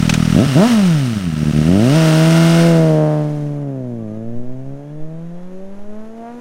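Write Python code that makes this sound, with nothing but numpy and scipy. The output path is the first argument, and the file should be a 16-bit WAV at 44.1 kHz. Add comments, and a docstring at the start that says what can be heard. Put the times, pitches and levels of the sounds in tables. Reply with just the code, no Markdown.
"""A four-cylinder motorcycle idles close by, clacks into gear, is blipped twice and pulls away.
It stumbles as the clutch bites, passes, sags until the clutch locks, then climbs into the distance.
The note is a periodic train of exhaust pulses, shaped by the resonances of the silencer. Impacts ring
the gearbox and engine covers, meshing teeth and chain links whine, and light wind buffets the microphone.
As the bike leaves, its clatter gives way to dull tyre noise and the outdoor background."""
import sys
import numpy as np
from scipy import signal
from scipy.fft import rfft, irfft, next_fast_len
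from scipy.io import wavfile
from scipy.ndimage import uniform_filter1d, map_coordinates

SR = 44100
rng = np.random.default_rng(int(sys.argv[2]) if len(sys.argv) > 2 else 0)


def store_wav(level_fs):
    """Save 16-bit WAV to argv[1]."""
    pcm = np.round(np.clip(np.atleast_2d(level_fs), -1, 1) * 32767)
    wavfile.write(sys.argv[1], SR, pcm.T.astype(np.int16))


N = 282620

CRUISE_HZ = 160  # reference firing rate
# spectrum of one exhaust pulse: f/Hz, level/dB
PULSE_SPECTRUM = [(25, -28), (40, -9.5), (80, -6.5), (115, -1.5), (165, 3.5), (240, 0), (320, -13),
                  (400, -14.5), (490, -16), (640, -5.5), (800, -19.5), (1000, -24), (1250, -31.5),
                  (1600, -33), (2200, -45.5), (5000, -61.5)]
def exhaust(turns, rate, strength, past, echo, round_trip_s):
    """Source and filter: pressure pulses and turbulent gas excite the resonances of the silencer."""
    gas = unit(rng.standard_normal(N) * np.cos(np.pi * turns) ** 2)  # one burst per firing
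    revving = np.clip(np.gradient(rate) * SR / 1280, 0, 1)  # full at a rise of 1280 Hz/s
    pulses = firings(turns, rate, strength, jitter=0.00097)
    pulses += amp(-29.5 + 18.5 * revving) * np.sqrt(rate / SR) * gas
    pulses = pulses * SR / (np.sqrt(2) * rate)  # harmonic level independent of firing rate
    # the sharp front, above 330 Hz, leaves 2.5 ms ahead of the boom
    lead = lambda hz: np.exp(2j * np.pi * .0025 * np.logaddexp(0, (hz - 330) / 50) * 50)
    # part of each pulse runs up and down the pipe again
    bounce = lambda hz: 1 / (1 - echo * np.exp(-2j * np.pi * hz * round_trip_s))
    outlet = filtered(pulses, lambda hz: colour(PULSE_SPECTRUM, hz) * lead(hz) * bounce(hz))
    return radiation(outlet, rate, strength, past, revving)


# silencer bands (boom, throat, honk, bark, rasp): lower f/Hz, upper f/Hz
SILENCER_BANDS = [(25, 265), (265, 400), (400, 560), (560, 900), (900, 6000)]
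# per band: level/dB, gain at full strength/dB, gain from behind/dB, gain per octave of firing rate/dB
BAND_RESPONSE = [(-19.5, 7, 0.5, 3), (-17, 18, -2, 9), (-30, 25, 0.5, 12.5), (-29.5, 23, -5.5, 16),
                 (-27.5, 25, -6.5, 30)]
# honk band as the silencer goes by: t/s, gain/dB
HONK_GAIN = [(2.25, 1), (2.42, -10), (2.64, 8), (3.0, 9), (3.3, 1.5), (3.7, 5.5)]
def radiation(outlet, rate, strength, past, revving):
    """Directivity and spreading: each band varies with bearing, distance, strength and engine speed."""
    behind = .5 + .5 * np.tanh(past / .75)  # the outlet turns towards the listener
    octaves = np.log2(rate / CRUISE_HZ)
    overrun_db = 4.5 * np.clip(1 - 2 * strength, 0, 1) * (rate / CRUISE_HZ) ** 2  # shut-throttle boom
    beam_db = 9 * np.exp(-((past - 1.61) / .61) ** 2)  # on the outlet's axis 1.61 m past
    extras = [overrun_db, 0, curves(HONK_GAIN)[0], beam_db, beam_db]
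    out = np.zeros(N)
    for (lo, hi), response, extra_db in zip(SILENCER_BANDS, BAND_RESPONSE, extras):
        db, strength_db, behind_db, octave_db = response
        source_db = db + strength_db * strength + octave_db * octaves + 3 * revving + extra_db
        path_db = behind_db * behind - 5 * doublings(past)
        flutter_db = 0.1466 * past * wobble(11)  # drifting air shakes the far sound
        out += amp(source_db + path_db + flutter_db) * filtered(outlet, lambda hz: band(hz, lo, hi))
    return out


# odd firings while the clutch bites: t/s, gain/dB
WEAK_FIRINGS = [(1.335, -1), (1.35, -14), (1.448, -14), (1.527, -31)]
def firings(turns, rate, strength, jitter):
    """Cyclic variation: one pulse per firing; unequal cylinder pairs add subharmonics."""
    number = np.arange(np.ceil(turns[0]), np.floor(turns[-1]))
    at = np.searchsorted(turns, number)
    # firings are weak and uneven when the engine lugs, and falter as the throttle shuts
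    lug = np.exp(-((rate[at] - 75.5) / 37) ** 2) * np.clip(1 - strength[at], 0, 1)
    cut = sum(np.exp(-((at / SR - shuts) / .015 - .5) ** 2) for _, shuts, *_ in THROTTLE_BLIPS)
    time_scatter, size_scatter = rng.standard_normal((len(number), 2)).T
    pair = (-1) ** number
    db = -.8 * pair + (.5 + 3.5 * lug) * size_scatter - 4.5 * lug - 7 * cut
    for s, gain_db in WEAK_FIRINGS:
        db[np.argmin(np.abs(at - s * SR))] += gain_db
    # the weaker pair is late on an open throttle near cruising speed
    pattern = pair + 0.75 * np.cos(np.pi * number / 2)
    lag = 0.013 * strength[at] * np.exp(-(np.log2(rate[at] / CRUISE_HZ) / .5) ** 2)
    return train(turns, number + lag * pattern + jitter * time_scatter, db)


# blips: opening t/s, closing t/s, top firing rate f/Hz, exponent of the rise, decay rate/s^-1, strength
THROTTLE_BLIPS = [(0.335, .458, 154, 0.99, 2.7, 1), (.549, 0.678, 255, .85, 1.85, 0.67)]
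# firing rate on the slipping clutch: t/s, f/Hz
CLUTCH_SLIP = [(1.32, 77.5), (1.54, 75), (1.65, 77.5), (1.8, 105.5), (1.9, 136), (1.97, 162.5),
               (2.13, 156.7), (2.3, 163.2), (2.68, 168.3), (2.95, 154.6), (3.62, 144), (4.09, 105.8)]
def engine_speed(idle_hz):
    """The firing rate is the fundamental: it idles, rises and coasts, slips, then locks to the wheel."""
    t = np.arange(N) / SR
    rate = np.full(N, idle_hz)
    for opens, shuts, top_hz, bend, loss, _ in THROTTLE_BLIPS:
        start = np.interp(opens, t, rate)
        rise = np.clip((t - opens) / (shuts - opens), 0, 1) ** bend
        coast = np.exp(-loss * np.maximum(t - shuts, 0))
        rate = np.where(t > opens, (start + (top_hz - start) * rise) * coast, rate)
    rate = np.where(t > CLUTCH_SLIP[0][0], curves(CLUTCH_SLIP)[0], rate)
    return np.maximum(rate, road_speed())


# exhaust while pulling away: t/s, strength (0-1)
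LAUNCH_STRENGTH = [(1.34, 0.12), (1.4, 0.57), (1.62, 0.75), (1.75, 0.96), (1.95, 0.65), (2.5, 0.71),
                   (3, 0.82), (3.5, 0.61), (4.1, 0.89), (5, 0.66), (5.8, 0.62), (6.41, 0.66)]
def exhaust_strength(opening_s, closing_s):
    """Envelope of loudness and brightness: raised in the opening idle, up with throttle, down coasting."""
    t = np.arange(N) / SR
    opening_lift = 0.55 * (t < THROTTLE_BLIPS[0][0] + opening_s)
    strength = curves(LAUNCH_STRENGTH)[0] + opening_lift
    for opens, shuts, *_, depth in THROTTLE_BLIPS:
        gate = np.minimum((t - opens) / opening_s, (shuts - t) / closing_s)
        strength = np.maximum(strength, depth * np.clip(gate + 0.38, 0, 1))
    return strength


def road_speed(roll_s=2.05):
    """Fixed gearing expresses road speed as a firing rate in Hz: a steady launch, then a growing climb."""
    t = np.arange(N) / SR
    lock_s, lock_hz = CLUTCH_SLIP[-1]
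    since = np.maximum(t - lock_s, 0)
    return np.interp(t, [roll_s, lock_s], [0, lock_hz]) + 47.5 * since + 5.2 * since ** 2


# puffs from the pipe: t/s, peak level/dB
PIPE_PUFFS = [(0.465, -4.5), (0.687, -24)]
def puffs(width_s):
    """A pressure transient: one soft push of air at each closing of the throttle."""
    out = np.zeros(N)
    for s, db in PIPE_PUFFS:
        x = (np.arange(N) / SR - s) / width_s
        out += amp(db) * (1 - 2 * x ** 2) * np.exp(-x ** 2)
    return out


# blows as the gear engages: t/s, relative level/dB
DOG_IMPACTS = [(0.094, -9.5), (0.096, -13), (0.138, -15.5), (0.1397, -11)]
# modes of the gearbox case: f/Hz, bandwidth/Hz, level/dB
CASE_MODES = [(1680, 150, 3), (2490, 150, 7.5), (3380, 80, 1.5), (4460, 59, -2), (5500, 73, -5),
              (6250, 46, -12), (9120, 90, -3.5)]
def gearbox(t60):
    """Impact excitation: steel dogs strike and rebound, each blow a crack and a ring of the case."""
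    t = np.arange(N) / SR
    blows = sum(amp(db - 60 * np.abs(t - s) / t60) * np.clip((t - s) / 0.00091 + .5, 0, 1)
                for s, db in DOG_IMPACTS)
    case = lambda hz: sum((-1) ** k * amp(db) * 1j * hz * width / (f ** 2 - hz ** 2 + 1j * hz * width)
                          for k, (f, width, db) in enumerate(CASE_MODES))
    ring = noise(case)
    crack_spectrum = [(400, 6), (2400, 1.5), (6500, 0.5), (10000, -14.5), (15800, -22)]  # f/Hz, level/dB
    crack = noise(lambda hz: colour(crack_spectrum, hz))
    return blows * (amp(-10) * ring + amp(-5) * crack)


# engine clatter close by: f/Hz, spectrum level/dB
CLATTER_SPECTRUM = [(100, -23), (300, -15), (600, 0), (1000, -7.5), (1300, -4.5), (1600, -4.5), (2100, -2),
                    (2900, -5.5), (4000, -5.5), (5800, -7), (7200, -12.5), (9000, -13), (11500, -20),
                    (15800, -22)]
# tyre noise and outdoor background: f/Hz, spectrum level/dB
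RUSH_SPECTRUM = [(50, -4), (300, 9.5), (700, 7), (1100, -1.5), (1800, -4), (3000, -11), (4700, -18),
                 (6500, -14), (8200, -23), (9500, -19.5), (12000, -26.5), (15800, -34)]
# resonances of the engine covers: f/Hz, bandwidth/Hz, gain/dB
COVER_MODES = [(1303, 60, 5.5), (5700, 520, 2), (8350, 340, 5), (8890, 220, 7)]
# joint envelope of clatter and rush: t/s, relative level/dB
NOISE_LEVEL = [(0.2, -30), (0.67, -26.5), (0.68, -24), (0.77, -28), (1.32, -37.5), (1.81, -31), (1.96, -25),
               (2.59, -24.5), (3.07, -46), (3.71, -59), (4.96, -61.5), (6.3, -58), (6.41, -56)]
def clatter_and_rush(turns, past, throb, tick_db, cam_db):
    """Forced vibration: valves and gears ring the covers, giving way to dull tyre and outdoor noise."""
    ticks = unit(rng.standard_normal(N) * (rng.random(N) < 900 / SR))
    drive = unit(rng.standard_normal(N) + amp(tick_db) * ticks)
    drive *= 1 + throb * np.cos(2 * np.pi * turns)
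    drive *= amp(0.57 * wobble(45))
    covers = lambda hz: amp(sum(db / (1 + (2 * (hz - f) / width) ** 2) for f, width, db in COVER_MODES))
    cams = amp(cam_db) * valvetrain(turns, count=28, t60=0.0082)
    clatter = filtered(drive + cams, lambda hz: colour(CLATTER_SPECTRUM, hz) * covers(hz) * (hz > 60))
    rush = filtered(drive, lambda hz: colour(RUSH_SPECTRUM, hz) * (hz > 30))
    far = np.clip(0.0067 + (past / 3.45) ** 2, 0, 1)  # only the rush remains by 3.45 m past
    blend = amp(1) * np.sqrt(1 - far) * unit(clatter) + amp(12) * np.sqrt(far) * unit(rush)
    return amp(curves(NOISE_LEVEL)[0]) * blend


def valvetrain(turns, count, t60):
    """Periodic impacts: cams and teeth tick at the same crank angles in every cycle of four firings."""
    angle, size_db = 4 * rng.random(count), 2 * rng.standard_normal(count)
    number = (np.arange(-4, turns[-1], 4)[:, None] + angle).ravel()
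    ticks = train(turns, number, np.resize(size_db, len(number)) + rng.standard_normal(len(number)))
    t = np.arange(SR // 20) / SR
    ring = rng.standard_normal(len(t)) * amp(-60 * t / t60)
    rung = signal.fftconvolve(ticks, ring)[:N]
    return steady(filtered(rung, lambda hz: band(hz, 400, 4350, order=3)), turns)


# gear tones: teeth per firing, level/dB
MESH_TONES = [(8.5, -32), (12.9, -32.5)]
def gear_whine(turns, past, blur_rad):
    """Tooth meshing makes tones, roughened by phase modulation and loudest as the engine goes by."""
    tones = sum(amp(db) * np.sin(2 * np.pi * teeth * turns + blur_rad * wobble(120))
                for teeth, db in MESH_TONES)
    approach = np.clip(1.11 + past / PASS_M, 0, 1)
    return amp(-20 * doublings(past)) * approach * tones


# chain envelope: t/s, relative level/dB
CHAIN_LEVEL = [(3.4, -65), (4, -59), (4.8, -54), (6.41, -62)]
# response of the sprocket: f/Hz, gain/dB
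SPROCKET_RESPONSE = [(1000, -7), (1200, 12), (1400, -19), (1680, 2.5), (2100, -26), (2700, -22),
                     (3400, -10), (5000, -18)]
def chain(links_per_firing):
    """Harmonics of the link rate follow road speed and swell as they cross the sprocket's resonances."""
    link_hz = links_per_firing * road_speed()
    phase = 2 * np.pi * np.cumsum(link_hz * (1 + 0.007 * wobble(60))) / SR
    tones = np.zeros(N)
    for k in range(3, 7):
        flicker = amp(2.2 * wobble(11) + 2.8 * wobble(25))
        tones += colour(SPROCKET_RESPONSE, k * link_hz) * flicker * np.sin(k * phase)
    return amp(curves(CHAIN_LEVEL)[0] - 6) * tones


# wind pressure: f/Hz, spectrum level/dB
WIND_SPECTRUM = [(5, 19.5), (12, -15), (20, -22), (30, -39), (50, -22), (90, -42), (200, -50), (600, -82)]
# gusts: t/s, half length/s, level/dB
WIND_GUSTS = [(4.462, .16, -20), (4.706, 0.056, -15), (5.016, 0.045, -22), (5.744, 0.25, -26)]
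def wind(breeze_db):
    """Turbulence: light gusts buffet the microphone with low-frequency pressure fluctuations."""
    t = np.arange(N) / SR
    gusts = sum(amp(db) * np.exp(-((t - s) / length) ** 2) for s, length, db in WIND_GUSTS)
    level = (amp(breeze_db) + gusts) * amp(1.5 * wobble(10))
    return level * noise(lambda hz: colour(WIND_SPECTRUM, hz) * (hz > 4))


PASS_M, CLOSEST_M = 0.16, 0.83  # road to the closest point; gap to the microphone there
def doublings(past):
    """Doublings of distance from the microphone, past metres beyond the closest point."""
    return np.log2(np.hypot(past, CLOSEST_M) / CLOSEST_M)


def train(turns, number, db):
    """An impulse of level db wherever the firing count passes a number, shared between two samples."""
    place = np.clip(np.interp(number, turns, np.arange(N)), 0, N - 2)
    at = place.astype(int)
    size = amp(db) * (place > 0) * (place < N - 2)
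    return np.bincount(at, size * (1 - place + at), N) + np.bincount(at + 1, size * (place - at), N)


def steady(x, turns):
    """x at rms 1 over every few firings."""
    grid = np.arange(turns[0], turns[-1], 1 / 32)
    energy = np.interp(grid, turns, np.cumsum(x ** 2 * np.gradient(turns)))
    power = uniform_filter1d(uniform_filter1d(np.gradient(energy, grid), size=128), size=64)
    return x / np.sqrt(np.interp(turns, grid, np.abs(power)) + 1e-20)


def amp(db):
    """Decibels to amplitude ratio."""
    return 10 ** (np.asarray(db) / 20)


def unit(x):
    """x at rms 1."""
    return x / np.sqrt(np.mean(x ** 2) + 1e-20)


def colour(points, hz):
    """Gain through (f/Hz, level/dB) points on a logarithmic frequency axis."""
    f, db = np.transpose(points)
    return amp(np.interp(np.log(hz + 1), np.log(f + 1), db))


def curves(rows):
    """Linear interpolation: one value per sample for each column after the time."""
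    s, *cols = np.transpose(rows)
    return [np.interp(np.arange(N) / SR, s, c) for c in cols]


def wobble(rate):
    """A smooth random curve, rate knots a second."""
    return map_coordinates(rng.standard_normal(int(N * rate / SR) + 4), [np.arange(N) * rate / SR])


def filtered(x, response):
    """Linear filtering: the spectrum of x times a frequency response."""
    m = next_fast_len(N + SR // 4)
    return irfft(rfft(x, m) * response(np.fft.rfftfreq(m, 1 / SR)), m)[:N]


def noise(response):
    """White noise shaped by a frequency response, at rms 1."""
    return unit(filtered(rng.standard_normal(N), response))


def band(hz, lo, hi, order=14):
    """Complementary band gain: neighbouring bands add up to one."""
    return 1 / (1 + (hz / hi) ** order) - 1 / (1 + (hz / lo) ** order)


def scene():
    """Superposition: exhaust, clatter and gears share one firing count; chain, clack and wind add in."""
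    rate = engine_speed(idle_hz=40.15)
    strength = exhaust_strength(opening_s=0.02, closing_s=0.097)
    past = .06 * np.cumsum(road_speed()) / SR - PASS_M  # metres past the microphone, 0.06 per firing
    turns = np.cumsum(rate) / SR - .217  # running count of firings
    turns += 0.00052 * past * wobble(14)  # drifting air makes the far sound waver
    mix = exhaust(turns, rate, strength, past, echo=0.057, round_trip_s=0.00625) + puffs(width_s=0.002)
    mix += clatter_and_rush(turns, past, throb=0.11, tick_db=-8, cam_db=-5)
    mix += gear_whine(turns, past, blur_rad=0.82)
    return (mix + chain(links_per_firing=3.77) + gearbox(t60=0.05) + wind(breeze_db=-38))[None]


def record(dry):
    """Saturation and band limiting: the microphone rounds the tallest peaks and cuts the top treble."""
    rounded = dry[0] / (1 + np.abs(dry[0] / .97) ** 8) ** (1 / 8)
    return filtered(rounded, lambda hz: hz < 15850)[None]


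dry = scene()
out = record(dry)
store_wav(out)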